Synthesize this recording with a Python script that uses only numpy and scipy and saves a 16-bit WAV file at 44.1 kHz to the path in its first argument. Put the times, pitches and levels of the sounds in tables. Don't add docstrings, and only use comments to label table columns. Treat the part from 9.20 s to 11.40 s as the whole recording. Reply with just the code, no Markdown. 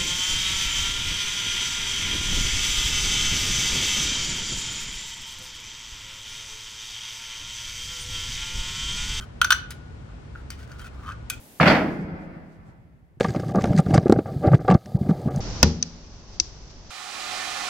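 import sys
import numpy as np
from scipy import signal
from scipy.fft import rfft, irfft, next_fast_len
from scipy.io import wavfile
from scipy.ndimage import uniform_filter1d, map_coordinates

SR = 44100
rng = np.random.default_rng(int(sys.argv[2]) if len(sys.argv) > 2 else 0)


def gain_from_decibels(decibels):
    exponent = np.asarray(decibels, float) / 20
    return 10 ** exponent


def pcm_store(signal):
    levels = np.round(np.clip(np.atleast_2d(signal), -1, 1) * 32767)
    wavfile.write(sys.argv[1], SR, levels.astype(np.int16).T)


N = 97020

# centre in Hz, width in Hz, level in dB.
SOFT_PUSH = [(1363, 916, 0)]


def unit(x):
    return x / np.sqrt(np.mean(x ** 2) + 1e-20)


def along(points, hz):
    f, v = np.transpose(points)
    return np.interp(np.log(hz + 1), np.log(f + 1), v)


def filtered(x, response):
    m = next_fast_len(N + SR)
    return irfft(rfft(x, m) * response(np.fft.rfftfreq(m, 1 / SR)), m)[..., :N]


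def scaled(response):
    return lambda f: response(f) / np.abs(irfft(response(f))).max()


def resonance(f, centre, width):
    return 1j * f * width / (centre * centre - f * f + 1j * f * width)


def resonant(peaks, flip=-1):
    def response(f):
        return sum(flip ** k * gain_from_decibels(db) * resonance(f, c, w) for k, (c, w, db) in enumerate(peaks))
    return scaled(response)


def causal(points):
    def response(f):
        cepstrum = irfft(np.log(gain_from_decibels(along(points, f)) + 1e-4))
        cepstrum[1:len(f) - 1] *= 2
        cepstrum[len(f):] = 0
        return np.exp(rfft(cepstrum))
    return scaled(response)


def ringing(modes):
    peaks = []
    for hz, db, t60 in modes:
        t60 = min(t60, 2)
        peaks.append((hz, np.log(1000) / np.pi / t60, db + 20 * np.log10(t60)))
    return resonant(peaks)


def wobble(rate):
    return map_coordinates(rng.standard_normal(N // 100), [np.arange(N) * rate / SR])


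def span(t, start, length, edge):
    return np.clip(np.minimum(t - start, start + length + edge - t) / edge, 0, 1)


def contacts():
    # start in seconds, knock on the tray in dB, clink of the arm in dB, crack in dB.
    landings = [(.010, -36, -45, -40.5), (.020, -40, -52, -43.5), (.2148, -12, -9, -11),
                (.2160, -8, -14.5, -40), (.2176, -10.5, -16.5, -26), (.2290, -22, -36, -45),
                (.2445, -19, -9.5, -15), (.2456, -21, -20, -23), (.2470, -12.5, -16.5, -25),
                (.3050, -7, -9.5, -8), (.3064, -13.5, -13.5, -22), (.3084, -8, -12.5, -35),
                (.3105, -11, -13, -35), (.3198, -9.5, -10.5, -10), (.3238, -8, -5.5, -21),
                (.3258, -16, -18, -32), (.3290, -12, -29, -50), (.3385, -31, -39, -50),
                (.3425, -33, -49, -53), (.5057, -37, -32.5, -24), (1.1520, -36.5, -60, -67),
                (1.1575, -32, -60, -72), (1.3034, -31, -35, -29), (1.4300, -43, -52, -55),
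                (1.4751, -49, -50, -49), (1.5165, -38.5, -47, -44), (1.5630, -40.5, -62, -68),
                (1.5690, -52, -63, -68), (1.5880, -44, -56, -55), (1.5940, -37.5, -60, -44),
                (1.6140, -50, -49, -41), (1.6185, -40, -46, -48), (1.6250, -42, -49, -48),
                (1.6450, -41, -48, -42), (1.6490, -36.5, -45, -48), (1.6600, -58, -58, -52),
                (1.6680, -42, -56, -50), (1.6770, -43, -55, -50), (1.8610, -34, -44, -57),
                (1.8690, -38, -45, -53), (1.8790, -27, -44, -57), (1.8838, -30, -45, -60),
                (1.8900, -23, -39, -48), (1.9000, -32, -38, -57), (1.9201, -33.5, -38, -62),
                (2.0992, -42, -20, -10), (2.1020, -27.5, -49, -18), (2.1062, -39, -35, -22),
                (2.111, -47, -54, -39)]
    # start in seconds, level in dB of a light tick of a raised arm.
    light_ticks = [
        (.5057, -35),
        (1.3034, -30),
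        (1.4282, -49),
        (1.5165, -45),
        (1.5940, -45),
        (1.9200, -51),
    ]
    # centre in Hz, width in Hz, level in dB.
    raised_arm = [(2550, 210, -3), (3730, 250, -25), (4540, 590, -1), (4930, 310, 2.5), (6200, 480, -6.5),
                  (7900, 530, -10), (8500, 280, -7)]
    # Hz, level in dB, t60 in seconds.
    sheet_modes = [(1291, -4, 0.11), (1450, 9.5, 0.29), (1549.3, 7, 0.23), (1667, -19, 0.083),
                   (2600, -4, .2), (2981, 0, .15), (3190, -26, .2), (3370, -25, 0.28), (3700, -16, .4),
                   (4130, -17, .2), (4177, -32, 0.3), (5550, -15, 0.17), (6060, -13, 0.15), (8613, -36, .2)]
    # Hz, level in dB, t60 in seconds.
    last_arm_modes = [(1395, -2.5, 0.24), (1510, 4.5, 0.11), (2144, -14, 0.17), (2377, 2.5, 0.17),
                      (2480, 5.5, 0.24), (2523, -0.5, 0.27), (3100, -13, .3), (3280, -0.5, 0.23),
                      (3510, 3, 0.077), (6160, 0, 0.073), (6250, -6, 0.083), (6640, -6, 0.077),
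                      (7601, -14, 0.52), (14900, -2, 0.11)]
    # Hz, level in dB per Hz.
    crack_colour = [(2000, -31.5), (4500, -4.5), (6270, -4), (10000, -3), (11200, -1), (13100, -9.5),
                    (15000, 4.5), (16800, -27)]
    chatter_db, last_arm_s = -23.5, 2.1015

    knock = filtered(blows(landings, -23.5, column=1), resonant(SOFT_PUSH))
    clink = blows(landings, chatter_db, column=2)
    crack = blows(landings, -7, column=3)
    ring = gain_from_decibels(-34) * filtered(0.2 * knock + clink, ringing(sheet_modes))
    hum_mode = (1449, 0, 1.3)
    hum = gain_from_decibels(-55 + 2.5 * wobble(25.7)) * filtered(knock, ringing([hum_mode]))
    wash = shimmer(gain_from_decibels(-24) * clink + blows([(last_arm_s, -32)], -26, column=1))
    last = filtered(blows([(last_arm_s, -27.5)], -31, column=1), ringing(last_arm_modes))
    tick = blows(light_ticks, chatter_db + 10, column=1)
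    ticks = filtered(tick, resonant(raised_arm)) + shimmer(gain_from_decibels(-9) * tick)
    flutter = gain_from_decibels(5 * wobble(90))
    struck = tray(0.14 * knock) + arms(clink) + filtered(0.4 * crack, causal(crack_colour))
    return struck + flutter * (ring + last) + ticks + hum + wash


def blows(rows, chatter_db, column):
    decay_s, rise_s = 0.0028, 0.00081
    force, t = np.zeros(N + SR), np.arange(SR // 20) / SR
    envelope = np.exp(-t / decay_s) * (1 - np.exp(-t / rise_s))
    for row, noise in zip(rows, rng.standard_normal((len(rows), len(t)))):
        rattle = gain_from_decibels(chatter_db) * noise * np.abs(noise) * envelope
        start = round(row[0] * SR)
        force[start:][:len(t)] += gain_from_decibels(row[column]) * rattle
        force[start] += gain_from_decibels(row[column])
    return force[:N]


def tray(force):
    # centre in Hz, width in Hz, level in dB.
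    cavity = [(1270, 100, -1), (1382, 95, 6), (1464, 71, 12), (1890, 180, -29)]
    # centre in Hz, width in Hz, level in dB.
    hinge_side = [(900, 83, -6), (1102, 120, 8), (1204, 81, 7.5), (1482, 180, -39)]
    t = np.arange(N) / SR
    far = (t > 1.72) & (t < 1.906)
    near_answer = filtered(force * ~far, resonant(cavity, flip=1))
    return near_answer + filtered(force * far, resonant(hinge_side, flip=1))


def arms(force):
    # centre in Hz, width in Hz, level in dB.
    arm_modes = [(2240, 420, -9), (2600, 97, -4), (3024, 140, -3.5), (3640, 133, -6), (4100, 166, -7),
                 (4620, 170, -9.5), (5090, 100, -16.5), (5624, 91, -9), (5950, 110, -5.5), (6290, 75, -4),
                 (7380, 200, -14.5), (8680, 81, -13)]
    # from seconds, centre in Hz, width in Hz, lift in dB.
    favoured = [
        (0, 3050, 497, 9),
        (.24, 5940, 300, -1),
        (.30, 3230, 900, 3),
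        (.3225, 4060, 302, 7),
        (.3255, 5950, 300, 14),
        (.4, 3140, 600, -2),
        (1.64, 2580, 300, 9),
        (1.8, 3130, 500, 5),
        (1.91, 2550, 300, 7),
        (2.0, 2450, 296, 8.5),
    ]
    t = np.arange(N) / SR
    ends = [row[0] for row in favoured[1:]] + [N / SR]

    def lift(centre, width, db):
        return lambda f: 1 + gain_from_decibels(db) * resonance(f, centre, width)

    struck = 0
    for (start, centre, width, db), end in zip(favoured, ends):
        struck = struck + filtered(force * (t >= start) * (t < end), lift(centre, width, db))
    return filtered(0.63 * struck, resonant(arm_modes))


def shimmer(force):
    # Hz, level in dB per Hz.
    wash_colour = [(900, -33), (1500, -3.5), (2200, 5.5), (3500, -4), (6000, -6), (9000, -22.5),
                   (16000, -16.5)]
    t60_s = 0.17
    t = np.arange(SR // 2) / SR
    tail = rng.standard_normal(len(t)) * gain_from_decibels(-60 * t / t60_s)
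    wash = signal.fftconvolve(force, 3 * tail / np.linalg.norm(tail))[:N]
    return filtered(wash, causal(wash_colour))


def hinges():
    # start in seconds, length in seconds, low rub in dB, bright rub in dB.
    strokes = [(-.03, 0.07, -47, -53), (0.32, 0.016, -27.5, -51), (0.497, 0.021, -51, -46.5),
               (0.854, 0.071, -59, -91), (1.131, 0.089, -59.5, -66.5), (1.3, 0.026, -62, -53),
               (1.376, 0.068, -57.5, -55), (1.48, 0.087, -53.5, -62.5), (1.578, 0.092, -50.5, -52),
               (1.723, 0.1, -51, -64.5), (1.824, 0.023, -46.5, -59), (1.853, 0.044, -39.5, -55.5),
               (1.894, 0.031, -42.5, -55)]
    # Hz, level in dB per Hz.
    rub_colour = [(1060, -17.5), (1800, -9), (11500, -24.5), (13000, -29), (13800, -27), (15900, -20),
                  (16500, -55)]
    slips_per_s, spread_db, edge_s = 1800, 2, 0.019
    t, draw = np.arange(N) / SR, rng.random((3, N))
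    clumps = gain_from_decibels(2.5 * wobble(39))
    happens, sign = draw[0] < slips_per_s / SR, np.sign(draw[1] - .5)
    slips = clumps * happens * sign * gain_from_decibels(-spread_db * np.log(draw[2] + 0.018))
    shape = [span(t, start, length, edge_s) for start, length, *_ in strokes]
    low, bright = gain_from_decibels(np.array(strokes)[:, 2:]).T @ shape
    fine = slips + 0.26 * clumps * rng.standard_normal(N)
    low_rub = low * unit(tray(filtered(slips, resonant(SOFT_PUSH))))
    return low_rub + bright * unit(filtered(fine, causal(rub_colour)))


def squeaks():
    # start in seconds, length in seconds, pitch in Hz, level in dB.
    tones = [
        (.008, 0.0037, 3130, -42),
        (0.015, 0.016, 3122, -46),
        (1.612, 0.017, 3145, -52.5),
        (1.648, 0.04, 2566, -54.5),
        (1.865, 0.03, 3117, -52),
        (1.911, 0.017, 2550, -49.5),
    ]
    t = np.arange(N) / SR
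    waver = 1 + .008 * unit(uniform_filter1d(rng.standard_normal(N), size=200))
    turns = np.cumsum(waver) / SR
    flutter = gain_from_decibels(4 * wobble(150))
    total = np.zeros(N)
    for start, length, hz, db in tones:
        total += gain_from_decibels(db) * span(t, start, length, .005) * np.sin(2 * np.pi * hz * turns)
    return flutter * total


def room(x):
    # Hz, t60 in seconds.
    decay = [(500, 0.36), (3000, 0.38), (12000, 0.17)]
    gap_s = .008
    hz, t, z = signal.stft(rng.standard_normal((2, SR // 2)), SR, nperseg=256)
    tail = signal.istft(z * gain_from_decibels(-60 * t / along(decay, hz)[:, None]), SR, nperseg=256)[1]
    late = np.pad(x, (round(gap_s * SR), 0))
    return signal.fftconvolve(late[None], tail / np.linalg.norm(tail[0]), axes=1)[:, :N]


def air():
    # Hz, level in dB per Hz.
    rumble = [(22, -60), (40, -2), (140, -6), (178, -14.5), (340, -19.5), (1480, -29.5), (8000, -49.5),
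              (12000, -66), (13000, -100)]
    # centre in Hz, width in Hz, level in dB.
    fan = [(65.5, 17, -43), (123, 8.9, -49.5), (235, 23, -54.5)]
    # Hz, likeness of left and right from -1 to 1.
    alike = [(60, 0.91), (180, 0.87), (550, -0.18), (1650, -0.24), (4970, 0.013), (15000, -0.31)]
    # Hz, left over right in dB.
    left_over_right = [(60, -0.5), (380, 3), (2380, 3.5), (15000, 4.5)]
    air_db = -40.5

    def hum(f):
        return sum(gain_from_decibels(db - air_db) * 30 / np.sqrt(w) / np.hypot(1, 2 * (f - c) / w) ** 2
                   for c, w, db in fan)

    def mid_side(f):
        turn = np.arccos(np.clip(along(alike, f), -1, 1)) / 2
        return np.array([np.cos(turn), np.sin(turn)])

    def tilt(f):
        return gain_from_decibels(np.outer([.5, -.5], along(left_over_right, f)))

    noise = rng.standard_normal((2, N))
    wide = unit(filtered(noise, lambda f: gain_from_decibels(along(rumble, f)) * mid_side(f)))
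    noise = rng.standard_normal((2, N))
    mid, side = wide + 5 * filtered(noise, lambda f: hum(f) * mid_side(f))
    return gain_from_decibels(air_db - 4.5) * filtered(np.array([mid + side, mid - side]), tilt)


def scene():
    # Hz, left over right in dB.
    balance = [(500, 7.5), (1500, 0.3), (2800, 4), (5500, 6.5), (10000, -4.5), (15000, 1.5)]
    # Hz, radians by which left leads.
    lead = [(500, .3), (1500, .5), (2800, 1.7), (4100, 1), (6000, .9), (9000, 1.5), (15000, 1.5)]
    thin_hz, room_db = 964, -13

    def thin(f):
        return thin_hz ** -2 * -f * f / (1 - (f / thin_hz) ** 2 + 1.2j * f / thin_hz)

    def ports(f):
        halves = [.5, -.5]
        return gain_from_decibels(np.outer(halves, along(balance, f))) * np.exp(1j * np.outer(halves, along(lead, f)))

    stove = filtered(contacts() + hinges() + squeaks(), thin)
    return filtered(stove, ports) + gain_from_decibels(room_db) * room(stove) + air()


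def low_pass(x):
    return signal.sosfilt(signal.butter(12, 17000, fs=SR, output="sos"), x)


def record(dry):
    # Hz, level in dB.
    dip = [(11800, 1), (12500, -6), (13600, -12), (14100, -2.5)]
    mix = filtered(dry, lambda f: gain_from_decibels(along(dip, f)))
    return low_pass(mix)


dry = scene()
out = record(dry)
pcm_store(out)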